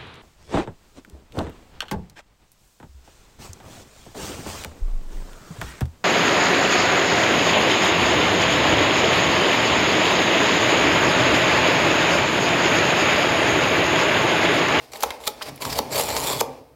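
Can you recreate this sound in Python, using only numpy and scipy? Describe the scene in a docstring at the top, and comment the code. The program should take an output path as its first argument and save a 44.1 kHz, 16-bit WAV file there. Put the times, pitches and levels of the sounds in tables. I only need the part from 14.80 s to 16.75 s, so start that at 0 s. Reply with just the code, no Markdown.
"""A utility knife cuts leather on a cutting mat, close by on a workbench in a small, ringing room.
Two short cuts come first: fibres part in a dense crackle, the blade catches, tears free and knocks
onto the mat. Near 0.6 s it knocks again and scraps are brushed aside. A third cut runs from 0.8 to 1 s
as the bench rumbles under the hands. The long last cut starts at 1.1 s, turns raspy and ends in a hard
knock at 1.6 s; then leather slides softly and the room dies away."""
import sys
import numpy as np
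from scipy import signal
from scipy.fft import rfft, irfft
from scipy.io import wavfile
from scipy.ndimage import uniform_filter1d

SR = 44100
rng = np.random.default_rng(int(sys.argv[2]) if len(sys.argv) > 2 else 0)


def to_wav(s):
    """Save 16-bit WAV."""
    ch = np.atleast_2d(s).T  # columns
    pcm = np.round(np.clip(ch, -1, 1) * 32767)  # PCM
    wavfile.write(sys.argv[1], SR, pcm.astype(np.int16))


N = 85995
T = np.arange(N) / SR
HZ = np.fft.rfftfreq(4096, 1 / SR)  # frequency axis of the EQ curves

# Envelopes, one list per cut: t/s, fibre level/dB, mat level/dB
CUTS = [
    [(.118, -40, -68), (.138, -49, -41.5), (.158, -39, -39), (.175, -50, -43), (.203, -50, -45),
     (.212, -43, -52), (.224, -31, -46), (.233, -41, -25), (.24, -31, -29.5)],
    [(.4, -47, -47), (.425, -48, -45), (.44, -41.5, -45), (.46, -44.5, -43), (.48, -20, -29),
     (.486, -51, -58)],
    [(.802, -41.5, -40), (.826, -33, -32.5), (.842, -40, -37), (.87, -34.5, -32.5), (.92, -42, -34.5),
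     (.946, -35, -34.5), (.982, -30.5, -30.5), (.996, -41, -19.5)],
    [(1.09, -62.5, -38), (1.11, -38, -38), (1.13, -26.5, -31), (1.165, -23, -23.5), (1.202, -24, -23),
     (1.228, -27, -27.5), (1.26, -30.5, -35), (1.308, -28, -27), (1.328, -32.5, -32.5), (1.36, -27, -30.5),
     (1.378, -24.5, -29), (1.41, -30, -31), (1.45, -29, -30.5), (1.48, -26, -28), (1.535, -26.5, -27),
     (1.564, -31.5, -32.5), (1.6, -33, -43), (1.613, -16.5, -16)],
]
# EQ of parting fibres: f/Hz, level/dB
FIBRE_EQ = [(100, -52), (500, -10.5), (1100, 2.5), (1450, -2.5), (1900, -1.5), (2400, 0.5), (2850, -7),
            (3500, 4), (5200, 0.5), (6300, -8.5), (7400, -0.5), (10000, -6), (13000, -4.5), (16000, -13.5)]
# Resonances of the knife: f/Hz, width/Hz, level/dB
KNIFE_MODES = [(2414, 160, 5), (3510, 420, -7), (4800, 210, -6), (5060, 290, 1), (7150, 470, 4.5),
               (8760, 150, -7), (10090, 240, 4)]
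# EQ of the mat's body: f/Hz, level/dB
MAT_EQ = [(30, -51), (80, -19), (200, -7), (275, -5.5), (335, -5.5), (420, 3), (560, 3.5), (700, -1),
          (980, -1.5), (1250, -8), (1500, -15), (3000, -10), (16000, -53)]
# The mat's resonance glides as the blade travels: t/s, f/Hz
MAT_GLIDE = [(.12, 834), (.48, 850), (.83, 993), (.99, 575), (1.15, 616), (1.2, 575), (1.25, 825),
             (1.31, 854), (1.37, 996), (1.46, 890), (1.53, 970), (1.61, 880)]
# Envelope of the blade's one-pitch rasp, late in the long cut: t/s, level/dB
RASP = [(1.44, -52), (1.476, -28.5), (1.5, -36), (1.535, -34), (1.57, -38.5), (1.605, -31)]
def cutting(grip_db=3.5, grip_s=.04):
    """Fibres part in stick-slip clumps; they ring the knife and drive the mat under the blade."""
    stick_slip = unit_rms(amp(np.clip(wander(0.0015), -2, 2)))
    fibre_envelope = sum(envelope(cut, column=1) for cut in CUTS)
    mat_envelope = sum(envelope(cut, column=2) for cut in CUTS)
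    fibres = (crackle() * stick_slip + grit()) * fibre_envelope
    glide_hz = np.interp(T, *np.transpose(MAT_GLIDE))
    mat_ring = resonate(crackle() * stick_slip, glide_hz, width_hz=210)
    mat_body = colour(crackle() * stick_slip, curve(MAT_EQ))
    out = (amp(-0.5) * mat_body + amp(-3) * mat_ring) * mat_envelope
    out += resonate(crackle() * stick_slip + grit(), hz=3450, width_hz=320) * envelope(RASP)
    knife_eq = curve(FIBRE_EQ) + sum(bell(*mode) for mode in KNIFE_MODES)
    for fade in crossfades(5, grip_s):  # the tone drifts with the grip
        ripple = uniform_filter1d(rng.standard_normal(len(HZ)), size=30)
        ripple = unit_rms(uniform_filter1d(ripple, size=20))
        out += colour(fibres * fade, knife_eq + grip_db * ripple)
    return out


def crackle(spread_db=5, fibres_per_s=9000):
    """Tiny snaps of single fibres, a few of them large."""
    sizes = amp(spread_db * np.minimum(rng.exponential(1, N), 4))
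    signs = rng.choice([-1, 1], N)
    breaks = rng.random(N) < fibres_per_s / SR
    return unit_rms(sizes * signs * breaks)


def grit(bundles_per_s=110, fall_s=0.0004):
    """Fibre bundles break as sparse, gritty ticks among the fine crackle."""
    breaks = (rng.random(N) < bundles_per_s / SR) * rng.uniform(0.71, 1, N)
    return amp(-7) * unit_rms(rng.standard_normal(N) * decay(breaks, fall_s))


# The blade catches and tears free: peak t/s, level/dB, rise/s, fall/s, tilt/(dB/octave), ring f/Hz
CATCHES = [(0.2336, -9.5, 0.00043, 0.00074, 5, 6400), (0.2369, -17.5, 0.00025, 0.0033, -1, 2650),
           (0.473, -19, 0.0038, 0.0041, -0.5, 4400), (0.4772, -12.5, 0.0013, 0.00216, 2.5, 3800),
           (0.622, -26, 0.0047, 0.004, -3.5, 3150), (0.626, -26.5, 0.0024, 0.0058, 0, 5130),
           (0.821, -22, 0.00064, 0.0076, 0.5, 2320), (0.853, -20.5, 0.0029, 0.0031, -1, 5270),
           (0.903, -26, 0.0073, 0.0088, 1.5, 5200), (.928, -22.5, 0.0061, 0.0082, -0.5, 4940),
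           (.958, -27.5, 0.0034, 0.0082, -0.5, 5060), (0.9899, -11.5, 0.0024, 0.0011, 1, 4530),
           (1.196, -24.5, 0.0017, 0.0059, -1, 7160), (1.288, -24.5, 0.00074, 0.0044, -3, 6900),
           (1.304, -21.5, 0.0023, 0.0016, -1.5, 4050), (1.3661, -18, 0.0007, 0.0043, -2, 6100),
           (1.44, -27, 0.00146, 0.011, 3, 8650), (1.474, -21.5, 0.0035, 0.0017, 5, 3600),
           (1.533, -20.5, 0.0034, 0.0012, 6, 3600), (1.6111, -14, 0.00625, 0.00029, 1, 7300)]
# The blade clicks lightly in its holder: t/s, level/dB, tilt/(dB/octave), ring f/Hz
CLICKS = [(0.1347, -27.5, -0.5, 5930), (0.158, -29.5, -3, 3900), (0.1713, -32, 7, 12100),
          (0.2065, -24.5, 3, 12800), (0.2253, -19.5, -1.5, 5070), (0.3054, -17, -4, 2320),
          (0.4384, -31.5, -6, 3600), (0.4558, -32, 7, 3940), (0.7599, -34.5, 8, 10700),
          (.777, -35, -4, 2020)]
# EQ of catches and clicks: f/Hz, level/dB
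SNAP_EQ = [(30, -45), (100, -26), (220, -31), (420, -11.5), (1100, 3), (1450, -2.5), (2200, 3),
           (2800, -0.5), (3700, 3.5), (6000, -1.5), (9000, -5), (13000, -6), (16000, -10)]
def snap(at_s, db, rise_s, fall_s, tilt_db, ring_hz):
    """Fibres give way or the blade clicks: a burst swells, falls and rings it. Returns start, sound."""
    lead_s = .04
    t = np.arange(4096) / SR - lead_s
    swell = np.exp(np.minimum(t / rise_s, -t / fall_s))
    burst = rng.choice([-1., 1.], len(t)) * swell
    treble_tilt = tilt_db * np.log2(np.maximum(HZ, 1500))
    eq = curve(SNAP_EQ) + treble_tilt + bell(ring_hz, width_hz=800, db=8)
    return at_s - lead_s, amp(db) * colour(burst, eq)


# The blade hits the mat: t/s, level/dB, centre f/Hz, lag of the lows/s, handle level/dB
KNOCKS = [(.136, -31, 820, .01, -44), (0.2357, -6.5, 880, 0.014, -24), (0.4047, -30, 800, 0.0045, -48),
          (0.4749, -17, 650, 0.018, -19), (.612, -23.5, 2600, 0.00766, -53),
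          (.6168, -18, 3220, 0.0051, -46), (0.8531, -18.5, 1900, 0.0031, -40),
          (0.991, -9, 495, 0.00802, -30), (1.1963, -13, 564, 0.0071, -39),
          (1.3658, -14.5, 1100, 0.0061, -32), (1.6131, -5, 570, 0.005, -42)]
# EQ of the hit: f/Hz, level/dB
KNOCK_EQ = [(100, -40.5), (220, -5), (310, -5), (430, 1.5), (600, 0), (900, 4.5), (1300, -4), (1550, -10),
            (3000, -48), (16000, -90.5)]
# Modes of the knife's handle: f/Hz, level/dB, T60/s
HANDLE_MODES = [(842, 0, .085), (1290, -6, .05), (2195, -7, .02), (3675, 1, .03), (3935, -6, .035)]
def knock(at_s, db, centre_hz, lag_s, handle_db):
    """The blow spreads through the mat as a bending wave and rings the handle. Returns start, sound."""
    lead_s, scatter_s = .01, 0.0018
    bend_hz, lowest_bend_hz = 396.9, 310  # lag_s holds at bend_hz; higher notes arrive sooner
    delay_s = lead_s + lag_s * (bend_hz / np.maximum(HZ, lowest_bend_hz)) ** 2.8
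    focus_db = -5.5 * np.log2(centre_hz / HZ.clip(lowest_bend_hz)) ** 2
    phase = -2 * np.pi * np.cumsum(delay_s) * HZ[1]
    wave = irfft(amp(curve(KNOCK_EQ) + focus_db) * np.exp(1j * phase))
    wave *= amp(db) / abs(wave).max()
    t = T[:len(wave)]
    edge_echoes = rng.standard_normal(len(t)) * t * np.exp(-t / scatter_s)  # the mat's edges scatter it
    scattered = signal.fftconvolve(wave, edge_echoes)[:len(t)]
    out = wave.std() * unit_rms(unit_rms(wave) + amp(-12) * unit_rms(scattered))
    for hz, mode_db, t60 in HANDLE_MODES:
        ring = np.exp(-np.log(1000) * t / t60) * np.sin(2 * np.pi * hz * t)
        add(out, lead_s, amp(handle_db + mode_db) * ring)
    return at_s - lead_s, out


# Envelope of the sliding leather: t/s, level/dB
SLIDE = [(0, -46), (.04, -45), (.07, -50.5), (.11, -52), (.26, -38.5), (.34, -41), (.38, -48.5),
         (.56, -47.5), (.6, -45), (.648, -40), (.66, -35), (.692, -31.5), (.705, -44), (.79, -49),
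         (1.0, -40), (1.66, -51), (1.73, -48.5), (1.79, -52.5), (1.83, -59), (1.95, -65)]
# EQ of leather on the mat: f/Hz, level/dB
SLIDE_EQ = [(100, -22), (200, -1), (300, 3), (450, 9), (850, 6), (1400, -3), (2400, 0.5), (3000, -4),
            (5000, -2), (6500, -9), (9000, -11), (16000, -15)]
def sliding():
    """Leather rubs over the mat under the hand in a fine, even crackle."""
    return colour(crackle(spread_db=1.5) * envelope(SLIDE), curve(SLIDE_EQ))


# The hands push on the bench: t/s, thud level/dB, shudder level/dB
PUSHES = [(0, -72, -56), (.225, -56, -67), (.255, -49.5, -60), (.31, -51, -66), (.35, -64, -64),
          (.63, -60.5, -58.5), (.675, -50, -41.5), (.72, -60, -39.5), (.79, -60, -56), (.855, -45.5, -32),
          (.97, -43, -46), (1.05, -58, -40.5), (1.15, -47, -36.5), (1.21, -55, -41.5), (1.3, -38.5, -42),
          (1.42, -53, -40), (1.5, -45, -37.5), (1.555, -53, -33.5), (1.64, -57, -44), (1.78, -53, -61),
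          (1.83, -64, -63)]
# EQ of the deep thud: f/Hz, level/dB
THUD_EQ = [(20, -28), (40, -13), (54, -2), (68, -2), (88, -8), (115, -16), (200, -35), (1000, -60),
           (16000, -80)]
# EQ of the shuddering top: f/Hz, level/dB
SHUDDER_EQ = [(20, -58), (80, -23), (102, 3.5), (116, -3.5), (135, 7), (155, -11.5), (225, -12.5), (277, 0),
              (330, -15.5), (1000, -41.5), (16000, -88.5)]
def bench_rumble():
    """Under the hands the bench thuds deeply and its top shudders."""
    times, thud_db, shudder_db = np.transpose(PUSHES)
    thud = rng.standard_normal(N) * amp(np.interp(T, times, thud_db))
    shudder = rng.standard_normal(N) * amp(np.interp(T, times, shudder_db))
    return colour(thud, curve(THUD_EQ)) + colour(shudder, curve(SHUDDER_EQ))


# Early reflections off the bench and nearby things: delay t/s, level/dB
ECHOES = [(.0047, -18.5), (0.0123, -20.5)]
def room(dry, travel_s=.06):
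    """Near reflections, and tails that crossfade as the moving knife meets new echo patterns."""
    wet = np.zeros(N)
    for fade in crossfades(4, travel_s):
        wet += signal.fftconvolve(dry * np.sqrt(fade), room_tail())[:N]
    for delay_s, db in ECHOES:
        add(wet, delay_s, amp(db) * dry)
    return wet


# Reverb decay: f/Hz, T60/s
TAIL_T60 = [(100, 0.96), (450, 0.64), (900, 0.51), (2200, 0.42), (5000, 0.25), (10000, 0.265),
            (16000, 0.094)]
# Reverb EQ: f/Hz, level/dB
TAIL_EQ = [(60, -18), (250, 0.5), (500, -4.5), (900, -6), (1500, -12), (2400, -10), (3800, -15.5),
           (5200, -10), (8000, -17), (16000, -6)]
def room_tail(onset_s=0.0075):
    """Impulse response of a diffuse tail whose treble dies first."""
    hz, t, noise = signal.stft(rng.standard_normal(SR * 3 // 4), SR, nperseg=256)
    rate = np.log(1000) / curve(TAIL_T60, hz)[:, None]
    fade = np.exp(-rate * t) * np.sqrt(2 * rate / SR)  # equal energy in every band
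    gain = amp(curve(TAIL_EQ, hz))[:, None]
    taps = signal.istft(noise * fade * gain, SR, nperseg=256)[1]
    return taps * np.minimum(T[:len(taps)] / onset_s, 1) ** 2


# EQ of the background: f/Hz, level/dB
ROOM_TONE_EQ = [(20, -6), (70, 16), (200, -16), (600, 14), (1400, -5), (5000, -21), (16000, -13)]
def room_tone():
    """A faint, steady bed of dark noise."""
    return amp(-58.5) * colour(rng.standard_normal(N), curve(ROOM_TONE_EQ))


def amp(db):
    """Decibels to gain."""
    return 10 ** (np.asarray(db) / 20)


def unit_rms(x):
    """Scales to an rms of one."""
    return x / np.sqrt(np.mean(x ** 2) + 1e-20)


def curve(points, hz=HZ):
    """Joins breakpoints on a log-frequency axis."""
    f, value = np.transpose(points)
    return np.interp(np.log(hz + 1), np.log(f + 1), value)


def envelope(rows, column=1):
    """Gain along dB breakpoints, silent outside them."""
    rows = np.array(rows)
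    return amp(np.interp(T, rows[:, 0], rows[:, column], left=-120, right=-120))


def crossfades(count, step_s):
    """Triangular fades that take turns and sum to one."""
    return [np.maximum(1 - abs((T / step_s + k) % count - 1), 0) for k in range(count)]


def add(mix, at_s, sound):
    """Mixes a sound in at a time."""
    part = mix[max(round(at_s * SR), 0):][:len(sound)]
    part += sound[:len(part)]


def bell(hz, width_hz, db):
    """A bell-shaped EQ boost or cut, in dB."""
    return db / (1 + (2 * (HZ - hz) / width_hz) ** 2)


def colour(x, eq_db):
    """Minimum-phase EQ of unit energy."""
    cepstrum = irfft(np.log(amp(eq_db)))
    half = len(cepstrum) // 2
    cepstrum[1:half] *= 2
    cepstrum[half + 1:] = 0
    taps = irfft(np.exp(rfft(cepstrum)))
    return signal.fftconvolve(x, taps / np.linalg.norm(taps))[:len(x)]


def resonate(x, hz, width_hz):
    """A steep resonance that can follow a pitch curve."""
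    carrier = np.exp(2j * np.pi * np.cumsum(hz * np.ones(N)) / SR)
    pole = np.exp(-np.pi * width_hz / SR)
    baseband = signal.lfilter([1], np.convolve([1, -pole], [1, -pole]), x / carrier)
    return unit_rms((carrier * baseband).real)


def decay(x, fall_s):
    """Gives every sample an exponential release."""
    return signal.lfilter([1], [1, -np.exp(-1 / (fall_s * SR))], x)


def wander(step_s):
    """Smooth random modulation that changes about every step_s."""
    smoothed = uniform_filter1d(rng.standard_normal(N), int(step_s * SR))
    return unit_rms(decay(smoothed, step_s))


def scene():
    """Cuts, handling, catches, clicks and knocks in the room, over the room tone; mono."""
    dry = cutting() + sliding() + bench_rumble()
    for row in CATCHES:
        add(dry, *snap(*row))
    for at_s, db, tilt_db, ring_hz in CLICKS:
        add(dry, *snap(at_s, db, rise_s=0.00014, fall_s=0.0033, tilt_db=tilt_db, ring_hz=ring_hz))
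    for row in KNOCKS:
        add(dry, *knock(*row))
    return (amp(-2) * (dry + room(dry)) + room_tone())[None]


def record(dry):
    """A steep low-pass trims the highest treble."""
    lowpass = signal.firwin(511, cutoff=15950, window=("kaiser", 9), fs=SR)
    return signal.oaconvolve(dry, lowpass[None], "same")


dry = scene()
out = record(dry)
to_wav(out)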